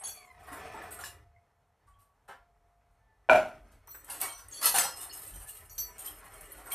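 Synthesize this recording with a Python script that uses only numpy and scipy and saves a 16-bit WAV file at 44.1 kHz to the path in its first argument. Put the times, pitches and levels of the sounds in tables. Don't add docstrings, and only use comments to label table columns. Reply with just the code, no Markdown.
import sys
import numpy as np
from scipy import signal
from scipy.fft import rfft, irfft, next_fast_len
from scipy.io import wavfile
from scipy.ndimage import uniform_filter1d

SR = 44100
rng = np.random.default_rng(int(sys.argv[2]) if len(sys.argv) > 2 else 0)


def ratio_of_db(decibels):
    return 10 ** (np.asarray(decibels, float) / 20)


def int16_out(signal):
    q = np.round(np.clip(np.atleast_2d(signal).T, -1, 1) * 32767)
    wavfile.write(sys.argv[1], SR, q.astype(np.int16))


N = 297436

# start_s, level_db, hardness_db
PIPE_KNOCKS = [
    (3.289, -13.5, -17.5),
    (3.2965, -8.5, 2.5),
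    (3.31, -21, -15.5),
    (3.332, -15.5, -4),
    (3.347, -14, -13.5),
    (3.51, -43, -21.5),
]


def rms_one(x):
    return x / np.sqrt(np.mean(x ** 2) + 1e-20)


def filtered(x, order, edge_hz, kind):
    return signal.sosfilt(signal.butter(order, edge_hz, kind, fs=SR, output="sos"), x)


def in_time(rows, outside=None):
    s, *columns = np.transpose(rows)
    return [np.interp(np.arange(N) / SR, s, c, outside, outside) for c in columns]


def coloured(x, spectrum):
    size = next_fast_len(len(x))
    hz, db = np.transpose(spectrum)
    bin_hz = np.maximum(np.fft.rfftfreq(size, 1 / SR), 1)
    bin_db = np.interp(np.log(bin_hz), np.log(hz), np.maximum(db, -80))
    cepstrum = irfft(np.log(ratio_of_db(bin_db)), size)
    cepstrum[1:size // 2] *= 2
    cepstrum[size // 2 + 1:] = 0
    response = np.exp(rfft(cepstrum))
    return rms_one(irfft(rfft(x, size) * response, size)[:len(x)])


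def drift(rate_hz):
    knots = rng.standard_normal(2000)
    return np.interp(np.arange(N) / SR * rate_hz, np.arange(len(knots)), knots)


def grit(per_s, spread_db, smooth, size=N):
    heights = ratio_of_db(spread_db * np.minimum(rng.exponential(1, size), 4))
    signed = heights * rng.choice([-1, 1], size)
    contacts = signed * (rng.random(size) < per_s / SR)
    return rms_one(contacts) + smooth * rng.standard_normal(size)


def ring(drive, hz, t60_s):
    r = ratio_of_db(-60 / (max(t60_s, .01) * SR))
    w = 2 * np.pi * hz / SR
    return signal.lfilter([0, np.sin(w)], [1, -2 * r * np.cos(w), r * r], drive + 1e-18)


def strike(modes, times_s, levels_db, spread_db, chatter_s, chatter_db, flutter_db):
    at = np.round(np.array(times_s) * SR).astype(int)
    out = np.zeros(N)
    luck = rng.standard_normal((len(at), len(modes)))
    span = slice(at.min(), min(at.max() + SR // 2, N))
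    fade = np.exp(-1 / (chatter_s * SR))
    rough = rms_one(grit(900, 3.5, 0.31, size=span.stop - span.start))
    contacts = ratio_of_db(chatter_db) * np.sqrt(1 - fade) * rough
    for k, (hz, db, t60_s) in enumerate(modes):
        clicks = np.zeros(len(contacts))
        clicks[at - at.min()] = ratio_of_db(levels_db + db + spread_db * luck[:, k])
        swell = signal.lfilter([2 * (1 - fade)], [1, -2 * fade, fade ** 2], clicks + 1e-18)
        drive = clicks + contacts * swell
        knots = ratio_of_db(flutter_db * rng.standard_normal(600))
        flutter = np.interp(np.arange(len(drive)) * 70.0 / SR, np.arange(600), knots)
        sound = ring(drive, hz, t60_s) * flutter
        energy = np.sum(clicks ** 2) * (1 + ratio_of_db(chatter_db) ** 2 / 2) * t60_s * SR / (4 * np.log(1000))
        out[span] += sound * np.sqrt(energy / np.sum(sound ** 2))
    return out


def glances(touches):
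    out, size = np.zeros(N + SR), SR // 2
    t = np.arange(size) / SR
    for s, hz, db, t60_s in touches:
        chatter_env = t / .012 * np.exp(-t / min(.012, t60_s / 5)) * .05
        drive = grit(900, 2.7, .6, size=size) * chatter_env
        drive[0] = 1
        knots = ratio_of_db(3.5 * rng.standard_normal(size // 100))
        flutter = np.interp(t * 70, np.arange(size // 100), knots)
        sound = ring(drive, hz, t60_s) * flutter
        energy = .65 * max(t60_s, .01) * SR / (4 * np.log(1000))
        i = round(s * SR)
        out[i:i + size] += ratio_of_db(db) * sound * np.sqrt(energy / np.sum(sound ** 2))
    return out[:N]


def bursts(times_s, levels_db, t60s_s, rises_s):
    out = np.zeros(N)
    for s, db, t60_s, rise_s in np.broadcast(times_s, levels_db, t60s_s, rises_s):
        i = round(s * SR)
        t = np.arange(min(SR // 2, N - i)) / SR
        rise = 1 - np.exp(-t / max(rise_s, 1e-4))
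        out[i:i + len(t)] += ratio_of_db(db - 60 * t / max(t60_s, .005)) * rise
    return out


def echo(x, t60_s, gap_s):
    t = np.arange(SR // 2) / SR
    tail = rng.standard_normal(len(t)) * ratio_of_db(-60 * t / t60_s) * (t > gap_s)
    return signal.fftconvolve(x, tail / np.sqrt(np.sum(tail ** 2)))[:N]


def streaky(x, t60_s):
    turn = 1.3 * drift(9)
    return rms_one(.5 * x + np.cos(turn) * echo(x, t60_s, 0) + np.sin(turn) * echo(x, t60_s, 0))


def swells():
    # start_s, length_s, deep_db, low_db
    rumble_swells = [
        (0.0, 0.15, -71, -64),
        (0.354, 1, -71, -61.5),
        (1.85, 0.17, -69, -67),
        (2.19, 2.5, -71.5, -76),
        (3.309, 3.7, -67.5, -69),
        (4.712, 0.19, -59, -63),
        (5.295, 0.13, -50.5, -52),
        (5.62, 0.28, -59.5, -62.5),
        (6.148, 0.53, -59.5, -82),
    ]
    edge_s, floor_db = 0.17, -81.5
    t, power = np.arange(N) / SR, ratio_of_db(2 * floor_db)
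    for s, length_s, *levels_db in rumble_swells:
        shape = np.clip(np.minimum(t - s, s + length_s - t) / edge_s + .5, 0, 1) ** 2
        power = power + np.outer(ratio_of_db(2 * np.array(levels_db)), shape)
    return 10 * np.log10(power)


def rumble(levels_db):
    # from_hz, to_hz
    bands_hz = [(36, 55), (60, 110)]
    bands = [filtered(rng.standard_normal(N), 3, edges_hz, "band") for edges_hz in bands_hz]
    return sum(ratio_of_db(db + 2.0 * drift(15)) * rms_one(band) for db, band in zip(levels_db, bands))


def air_noise():
    # hz, db_per_hz
    air_spectrum = [(53, -24), (90, -1.5), (374, -22.5), (425, -11), (585, -16.5), (708, -8), (933, -11.5),
                    (1880, -22.5), (3140, -30.5), (14500, -36)]
    return ratio_of_db(-75 + 0.73 * drift(18)) * coloured(rng.standard_normal(N), air_spectrum)


def handling(scrape_db, rustle_db):
    # hz, width_hz, level_db
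    pipe_rub = [(340, 78, -23), (747, 36, 23), (870, 4.6, 12), (1160, 30, -8), (1455, 53, 12),
                (1750, 11, 9), (1970, 3.5, 5), (2400, 600, 23.5)]
    # hz, level_db, t60_s
    hand_modes = [(8450, -4, .03), (8660, -1, .045), (8900, -3, .03), (9500, -6, .03), (9830, -2, .04),
                  (10200, -6, .03), (11100, -5, .03), (11400, -3, .035), (11800, -5, .03),
                  (13140, -7, .035), (13400, -8, .03), (13800, -11, .03)]
    # hz, level_db, t60_s
    held_modes = [(1800, -2, .05), (2450, -1, .05), (2885, 0, .08), (3190, 0, .08), (4260, -5, .1),
                  (5167, -6, .1), (5860, -8, .1), (6700, -5, .08), (7750, -2, .08)]
    # hz, db_per_hz
    scrape_spectrum = [(71, -55), (120, 1.5), (210, -10), (283, 0), (520, -3), (871, -1), (971, -3),
                       (1960, -4), (3300, -18), (4800, -19), (6500, -21.5), (11000, -120)]
    rustle_spectrum = [(1650, -29.5), (2800, -20.5), (3390, -24), (4350, -38.5), (5600, -17), (7340, -8.5),
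                       (8710, -1), (11300, -9.5), (12500, -17.5), (13600, -5), (14500, 0.5)]

    rough = grit(2500, 2.8, .8)
    hollow = rms_one(sum(ratio_of_db(db + 4 * drift(9)) * rms_one(ring(rough, hz, 2.2 / width_hz))
                         for hz, width_hz, db in pipe_rub))
    in_pipe = np.arange(N) < 1.2 * SR
    scrape = streaky(coloured(rough, scrape_spectrum), .08) + .8 * in_pipe * hollow

    fine = grit(1200, 2.8, 0.82)
    jingle = rms_one(sum(ratio_of_db(db + 4.5 * drift(58)) * ring(fine, hz, 1.6 * t60_s)
                         for hz, db, t60_s in hand_modes))
    lower = rms_one(sum(ratio_of_db(db + 6 * drift(18)) * rms_one(ring(fine, hz, t60_s))
                        for hz, db, t60_s in held_modes))
    rustle = coloured(fine, rustle_spectrum) + ~in_pipe * (.45 * jingle + ratio_of_db(-16) * lower)
    scrape_gain = ratio_of_db(scrape_db - 1.5 + 2.5 * drift(30))
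    rustle_gain = ratio_of_db(rustle_db - 1.5 + 3.5 * drift(35))
    return scrape_gain * scrape + rustle_gain * rustle


def offcuts():
    # start_s, crack_db, thud_db (above crack)
    first_clinks = [
        (0.0373, -23.5, -12),
        (0.0677, -22, -1),
        (0.088, -37, -1),
        (0.155, -39, -13),
        (4.512, -39.5, -5),
        (4.5326, -32.5, -26),
        (4.5594, -31.5, -17),
    ]
    slide_clinks = [(0.008, -38, 11.5), (0.17, -44, -30), (0.24, -46, -24), (0.31, -51, -32),
                    (0.395, -46.5, 8), (0.4294, -43, -3), (0.4678, -36, 13.5), (0.5179, -30, 4.5),
                    (0.5594, -43, 10), (0.7442, -38.5, 12.5), (0.817, -35, 6), (0.9078, -23, -28),
                    (0.989, -26, 3), (1.038, -23.5, -18), (1.8694, -55, 8.5), (2.2782, -41, 17.5),
                    (3.7124, -47, -2)]
    grab_clinks = [
        (3.873, -50, 14.5),
        (3.905, -46.5, -2),
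        (3.943, -60.5, 32),
    ]
    lift_clinks = [
        (4.0796, -43.5, 8),
        (4.0991, -29, -23),
        (4.1194, -42, -37),
        (4.2018, -30.5, -5.5),
        (4.2133, -23, -6.5),
        (4.2294, -60, -19),
        (4.3779, -41.5, -6.5),
    ]
    stack_clinks = [
        (4.612, -22, -0.5),
        (4.6269, -18, -12),
        (4.643, -12.5, -8),
        (4.6573, -9, -29),
        (4.6894, -20.5, -10),
        (4.7421, -12.5, 0.5),
        (4.756, -15.5, -9),
    ]
    drop_clinks = [
        (4.785, -13.5, -12),
        (4.83, -26.5, -2),
    ]
    clear_clinks = [
        (5.6963, -52, 4),
        (5.7804, -31, -15),
        (5.8075, -41, -28),
    ]
    hand_clinks = [(1.9883, -54.5, -7), (4.484, -50, -16), (4.961, -30.5, -7.5), (5.0074, -27, -7),
                   (5.1274, -28.5, -9), (5.1706, -34, -24), (5.2185, -29, -60), (5.2709, -34, -45),
                   (5.3374, -35, -7), (5.3986, -37.5, -2.5), (5.4725, -29.5, -31), (5.546, -34.5, -21),
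                   (5.9825, -27.5, -7.5), (6.0474, -27, -13), (6.2194, -55, 22), (6.299, -45, 3),
                   (6.4088, -42, -30), (6.5186, -49, -12), (6.57, -41.5, 8.5), (6.657, -37, 5),
                   (6.705, -30, -10), (6.718, -22.5, -8)]
    # hz, level_db, t60_s
    first_modes = [(3397, -14, .09), (4474, -7, .11), (5865, -18, .08), (6585, -3, .14), (7630, -12, .2),
                   (8700, -20, .1), (9685, -12, .12), (10140, -11, .2), (10590, -15, .15),
                   (11260, -18, .15), (12840, -22, .2)]
    slide_modes = [(7200, -12, .08), (7800, -8, .07), (8300, -9, .05), (9700, -9, .05), (11200, -13, .05),
                   (12500, -15, .05)]
    grab_modes = [(4270, -9, .4), (5930, -8, .26), (7990, -2, .35), (8760, -9, .25), (10620, -14, .2),
                  (11430, -12, .2), (13600, -4, .25)]
    lift_modes = [(4230, -17, .2), (5950, -18, .25), (6650, -8, .2), (7960, -8, .2), (8690, 1, .1),
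                  (8560, 1, .08), (9660, 5, .055), (10300, 6, .045), (11600, 0, .07), (13500, 3, .07),
                  (13700, -6, .1)]
    stack_modes = [(4280, -14, 0.35), (5170, -25, 0.4), (5857, -21, .4), (6375, -12, 0.24),
                   (7400, -29, 0.17), (8549, -26, .18), (9173, -6, 0.12), (9680, -8, 0.24),
                   (10520, -4, 0.08), (11620, -9, 0.06), (11300, -3, 0.05), (12950, -30, .2)]
    drop_modes = [(2358, -22, .4), (2810, -25, .5), (3192, -20, .4), (4180, -14, .5), (5170, -18, .55),
                  (5860, -13, .35), (6385, -5, .2), (7904, 1, .17), (8400, -10, .25), (8576, -12, .25),
                  (9528, -9, .3), (9615, -8, .3), (11080, -16, .3), (13340, -10, .16)]
    clear_modes = [(4476, -3, .2), (4680, -14, .06), (5856, 0, .2), (6150, -6, .05), (7670, -12, .2),
                   (9800, -16, .1), (12297, 2, .18)]
    hand_modes = [(8450, -4, .03), (8660, -1, .045), (8900, -3, .03), (9500, -6, .03), (9830, -2, .04),
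                  (10200, -6, .03), (11100, -5, .03), (11400, -3, .035), (11800, -5, .03),
                  (13140, -7, .035), (13400, -8, .03), (13800, -11, .03)]
    # start_s, hz, level_db, t60_s
    lone_rings = [(0.0, 8330, -45.5, 0.45), (0.0, 10960, -48, 0.2), (0.744, 877, -33, 0.06),
                  (0.817, 1753, -39, 0.073), (0.912, 1464, -49, 0.18), (0.99, 1410, -37, 0.1),
                  (1.038, 1720, -31.5, 0.036), (1.039, 5260, -37, 0.044), (1.061, 2830, -54, 0.16),
                  (3.97, 2230, -76, .3), (4.101, 2775, -40.5, 0.092), (4.105, 7970, -47, 0.14),
                  (4.657, 11300, -9, 0.032), (4.219, 2243, -39, 0.32), (4.217, 6675, -54, 0.17),
                  (4.282, 3160, -45, 0.15), (4.3, 8660, -36, 0.089), (4.328, 5930, -47, 0.3),
                  (4.37, 5230, -74, 0.19), (4.634, 1967, -36, 0.74), (4.635, 2934, -32, 0.093),
                  (4.647, 1317, -27, 0.12), (4.657, 4270, -31, 0.41), (4.661, 960, -34, 0.18),
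                  (4.742, 780, -28.5, 0.14), (4.75, 3800, -35, 0.071), (4.657, 11600, -19, 0.039),
                  (4.874, 5110, -42, 0.25), (4.988, 2890, -48.5, 0.2), (5.096, 4385, -45, 0.22),
                  (5.125, 6630, -46, .2), (5.108, 5170, -50, 0.42), (5.113, 2906, -42.5, 0.059),
                  (5.235, 3210, -74, 0.23), (5.337, 3100, -53, 0.11), (5.33, 5930, -61, 0.33),
                  (5.462, 1735, -52, 0.14), (5.483, 7751, -70, .25), (5.489, 4320, -61, 0.28),
                  (5.492, 2860, -55.5, 0.53), (5.697, 6660, -53, 0.2), (5.881, 980, -48, 0.13),
                  (5.985, 6840, -45, 0.043), (5.991, 3120, -58, 0.45), (6.05, 5200, -53.5, 0.38),
                  (6.075, 3175, -42.5, 0.19), (6.265, 1910, -52, 0.16), (6.72, 3205, -33.5, 0.088),
                  (6.716, 4210, -48, 0.15), (6.722, 5730, -45, .15)]
    # start_s, peak_db
    edge_ticks = [(3.834, -71), (3.8728, -42), (4.044, -38.5), (4.0985, -45), (4.214, -16), (4.483, -38.5),
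                  (4.6265, -27), (4.657, -19), (4.785, -19), (5.172, -32), (5.193, -38), (5.401, -43),
                  (5.492, -35), (5.533, -40), (5.552, -38), (5.7, -42), (5.73, -42), (5.755, -43),
                  (5.782, -30.5), (5.9883, -45), (6.409, -38), (6.521, -47), (6.72, -27)]
    # hz, db_per_hz
    crack_spectrum = [(1470, -46.5), (2500, -5.5), (2770, 0), (3260, -6.5), (4800, -4), (6220, -6.5),
                      (8600, -1), (11700, -6.5), (14500, 1)]
    thud_spectrum = [(71, -67), (120, -11), (316, -21), (400, -7), (580, -11.5), (678, -3.5), (898, 1),
                     (1450, -1), (3100, -19.5), (5500, -26.5), (11000, -120)]

    # clinks, modes, ring_db (against crack), crack_rise_s, crack_t60_s, chatter_s, chatter_db
    pieces = [(first_clinks, first_modes, -15, .008, .038, .012, 8),
              (slide_clinks, slide_modes, -24, .009, .18, .015, 8),
              (grab_clinks, grab_modes, -9, .002, .062, .012, 4),
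              (lift_clinks, lift_modes, -19, .002, .33, .008, 3),
              (stack_clinks, stack_modes, -20, .003, .15, .006, 3),
              (drop_clinks, drop_modes, -14, .001, .26, .005, -3),
              (clear_clinks, clear_modes, -8, .006, .18, .008, 1),
              (hand_clinks, hand_modes, -23, .008, .26, .016, 12)]
    rings, contacts = np.zeros(N), []
    for clinks, modes, ring_db, rise_s, t60_s, chatter_s, chatter_db in pieces:
        s, crack_db, _ = np.transpose(clinks)
        rings += strike(modes, s, crack_db + ring_db, spread_db=5.5, chatter_s=chatter_s,
                        chatter_db=chatter_db, flutter_db=3.5)
        contacts += [(*clink, rise_s, t60_s) for clink in clinks]
    s, crack_db, thud_db, rise_s, t60_s = np.transpose(contacts)

    bright = streaky(coloured(grit(3000, 3.5, .6), crack_spectrum), .05)
    thin = filtered(bright, 4, 5500, "high")
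    edge = rms_one(filtered(bright, 4, 7300, "high"))
    ticks = ratio_of_db(-4) * bursts(*np.transpose(edge_ticks), .04, 0.0002) * edge
    damped = np.abs(np.arange(N) / SR - 2.98) > 1.97
    cupped = np.where(damped, .45 * bright + .55 * thin, bright)
    crack = bursts(s, crack_db - 11, t60_s, rise_s) * cupped + ticks
    dull = streaky(coloured(grit(3000, 2.0, 0.39), thud_spectrum), 0.052)
    thud = bursts(s, crack_db + thud_db - 10, 1.106 * t60_s, 5.3 * rise_s) * dull
    return rings + glances(lone_rings) + crack + thud


def brief_rings():
    # start_s, hz, level_db, t60_s
    single_rings = [(0.068, 10140, -44, 0.14), (0.115, 12700, -55, 0.14), (0.07, 6585, -49, 0.22),
                    (4.213, 11950, -30, 0.037), (4.213, 9950, -33, .03), (4.228, 8440, -48, 0.13),
                    (4.252, 8700, -30, 0.089), (4.29, 4270, -51, .3), (4.41, 5945, -67, .3),
                    (4.485, 8730, -41, 0.049), (4.676, 9680, -38, .05), (4.689, 9175, -41, 0.051),
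                    (4.755, 10300, -25, .04), (4.762, 7600, -34, 0.072), (4.766, 8600, -34, .05),
                    (4.785, 6375, -28.5, 0.13), (4.785, 9450, -22.5, 0.13), (4.784, 1800, -17.5, .02),
                    (4.784, 2400, -22.5, 0.019), (4.79, 1295, -37, 0.23), (4.81, 2100, -30.5, 0.083),
                    (4.83, 1750, -35, .08), (5.0, 3650, -51, 0.17), (5.792, 7660, -47, 0.41),
                    (5.80, 5852, -36.5, 0.33), (6.41, 10140, -42, 0.045), (6.41, 11700, -47, .04),
                    (6.5195, 11760, -37, 0.048), (6.5195, 9970, -38.5, 0.046), (6.66, 12000, -43, .05),
                    (6.722, 8630, -29, .1), (3.316, 619, -15, 0.32), (3.345, 628, -19.5, 0.12),
                    (3.3, 744, -15.5, 0.097), (3.333, 1455, -19, .14), (3.61, 710, -62, 0.58),
                    (3.66, 720, -68, 0.36), (4.785, 7800, -29.5, 0.087), (5.697, 5856, -52, .15),
                    (4.1, 9900, -37, 0.044), (6.715, 2270, -37, 0.073), (0.518, 280, -43, 0.17),
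                    (0.745, 300, -47, 0.11), (2.285, 1300, -43, 0.11), (2.29, 402, -53.5, 0.22),
                    (4.222, 1175, -41, 0.084), (5.33, 170, -54, .3)]
    return glances(single_rings)


def shaped(note, attack, hold):
    s, length_s, first_hz, last_hz, db = note
    shares = np.array([0, attack, attack + hold, 1])
    return np.transpose([s + length_s * shares, first_hz + (last_hz - first_hz) * shares,
                         db + np.array([-20, 0, 0, -20])])


def tone(rows, overtones_db, flutter_db):
    hz = in_time(rows)[0]
    db = in_time(rows, outside=-200)[1]
    phase = 2 * np.pi * np.cumsum(hz * (1 + 0.0051 * drift(26.6))) / SR
    partials = sum(ratio_of_db(o + flutter_db * drift(30.02)) * np.sin((k + 1) * phase)
                   for k, o in enumerate([0, *overtones_db]))
    return np.sqrt(2) * ratio_of_db(db) * partials


def far_tones():
    # start_s, length_s, first_hz, last_hz, level_db
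    hum_notes = [
        (0.156, 1.57, 719, 690.4, -63.5),
        (2.373, 0.88, 699, 694, -77.5),
    ]
    squeak_note = (.14, .3, 1215, 900, -67.5)
    ping_note = (1.868, .34, 1145, 1122, -66)
    whistle_note = (2.98, .28, 880, 880, -80)
    chirp_notes = [
        (1.33, .19, 2080, 2150, -79),
        (1.925, .11, 3210, 3210, -79),
        (1.865, .055, 1560, 1400, -70),
    ]

    hum = sum(tone(shaped(note, 0.012, 0.54), [-25], flutter_db=6) for note in hum_notes)
    chirps = sum(tone(shaped(note, .15, 0.065), [], flutter_db=4.5) for note in chirp_notes)
    chirps = chirps * (.3 + 1.5 * drift(260))
    squeak = tone(shaped(squeak_note, .08, .65), [2, -18, -17, -20], flutter_db=3)
    squeak = squeak * (.7 + 1.1 * drift(200))
    ping = tone(shaped(ping_note, .04, .15), [], flutter_db=1.5) * (1 + .4 * drift(120))
    whistle = tone(shaped(whistle_note, .15, .5), [1.5], flutter_db=3)
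    return hum + chirps + squeak + ping + whistle


def pipe_knock():
    # hz, level_db, t60_s
    pipe_modes = [(219, -12, .5), (436, -40, .4), (599, -7, .2), (635, -1, .19), (690, -12, .2),
                  (735, -3, .2), (797, -11, .2), (853, -19, .2), (1012, -25, .2), (1452, -8, .22),
                  (1482, -12, .22), (1595, -21, .2), (2336, -20, .2), (2372, -13, .22)]
    # hz, db_per_hz
    wall_spectrum = [(88, -60.5), (200, -20), (300, -22.5), (535, -27.5), (635, -9.5), (685, -8.5),
                     (1140, -30.5), (1460, -15), (1740, -34), (2310, -25), (3710, -41), (14000, -55)]
    s, db, hard_db = np.transpose(PIPE_KNOCKS)
    rattle_env = bursts(s, db + hard_db - 15.0, 0.36, 0.00068)
    rattle = rattle_env * coloured(grit(3300, 4.5, 0.63), wall_spectrum)
    blow = np.zeros(N)
    blow[np.round(s * SR).astype(int)] = ratio_of_db(db + 2.3 * hard_db - 7.5)
    slap = ring(blow, 1470, 0.04) + ratio_of_db(-3) * ring(blow, 980, 0.04) + ratio_of_db(-4) * ring(blow, 2350, 0.05)
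    modes = strike(pipe_modes, s, db - 13, spread_db=1.5, chatter_s=0.013, chatter_db=-5, flutter_db=1.5)
    soft = filtered(modes + slap, 3, [540, 3400], "band")
    return ratio_of_db(1.5) * soft + rattle


def floor_boom():
    # hz, db_per_hz
    slab_spectrum = [(50, -7.5), (100, -0.5), (150, -9), (220, -4), (300, -7), (400, -12.5), (720, -18),
                     (1100, -42)]
    envelope = bursts([PIPE_KNOCKS[1][0]], -45, t60s_s=1, rises_s=0.016)
    return envelope * streaky(coloured(rng.standard_normal(N), slab_spectrum), .15)


def scene():
    # start_s, scrape_db
    hand_effort = [(0.0, -61), (0.3, -69.5), (0.6, -48), (0.99, -52.5), (1.15, -66), (1.4, -82),
                   (3.2, -78.5), (3.47, -61.5), (3.88, -69.5), (4.26, -50), (4.38, -76.5), (4.6, -50),
                   (4.79, -54), (4.97, -57), (5.35, -58.5), (5.55, -61.5), (5.8, -59), (6.74, -54)]
    shed_t60_s, shed_db = 0.23, -4.5
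    t = np.arange(N) / SR
    scrape_db, = in_time(hand_effort)
    rustle_base_db = np.where(t < 3.9, -69.5, -57.5)
    rustle_db = rustle_base_db + 1.1 * (scrape_db + 60)

    near = filtered(offcuts() + pipe_knock(), 3, 180, "high")
    far = rumble(swells()) + far_tones() + air_noise()
    rims = brief_rings()
    mid = near + ratio_of_db(shed_db) * echo(near, shed_t60_s, gap_s=0.0047) + handling(scrape_db, rustle_db) + far
    mid = mid + rims + ratio_of_db(shed_db - 20) * echo(rims, shed_t60_s, gap_s=0.013) + floor_boom()

    treble = signal.sosfilt(signal.cheby2(8, 60, 3900, "high", fs=SR, output="sos"), mid)
    wide_db = -10.0 + 10 * (np.abs(t - 3.5) < .22)
    side = (ratio_of_db(wide_db) * treble + ratio_of_db(-34.5) * far) * drift(140)
    return np.array([mid + side, mid - side])


def roll_off(x):
    return signal.sosfilt(signal.butter(12, 15390, fs=SR, output="sos"), x)


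def record(dry):
    limit_db, release_db_per_s = -14, 161
    level_db = 10 * np.log10(uniform_filter1d(np.mean(dry ** 2, axis=0), size=200) + 1e-12)
    fall_db = release_db_per_s * np.arange(N) / SR
    held_db = np.maximum.accumulate(level_db + fall_db) - fall_db
    target = ratio_of_db(-.7 * np.maximum(held_db - limit_db, 0))
    gain = signal.lfilter([.02], [1, -.98], target - 1) + 1
    dipped = dry - .7 * signal.lfilter(*signal.iirpeak(4850, 16.0, fs=SR), dry)
    cut = signal.sosfilt(signal.cheby2(12, 42, 14500, fs=SR, output="sos"), dipped * gain)
    return roll_off(cut)


dry = scene()
out = record(dry)
int16_out(out)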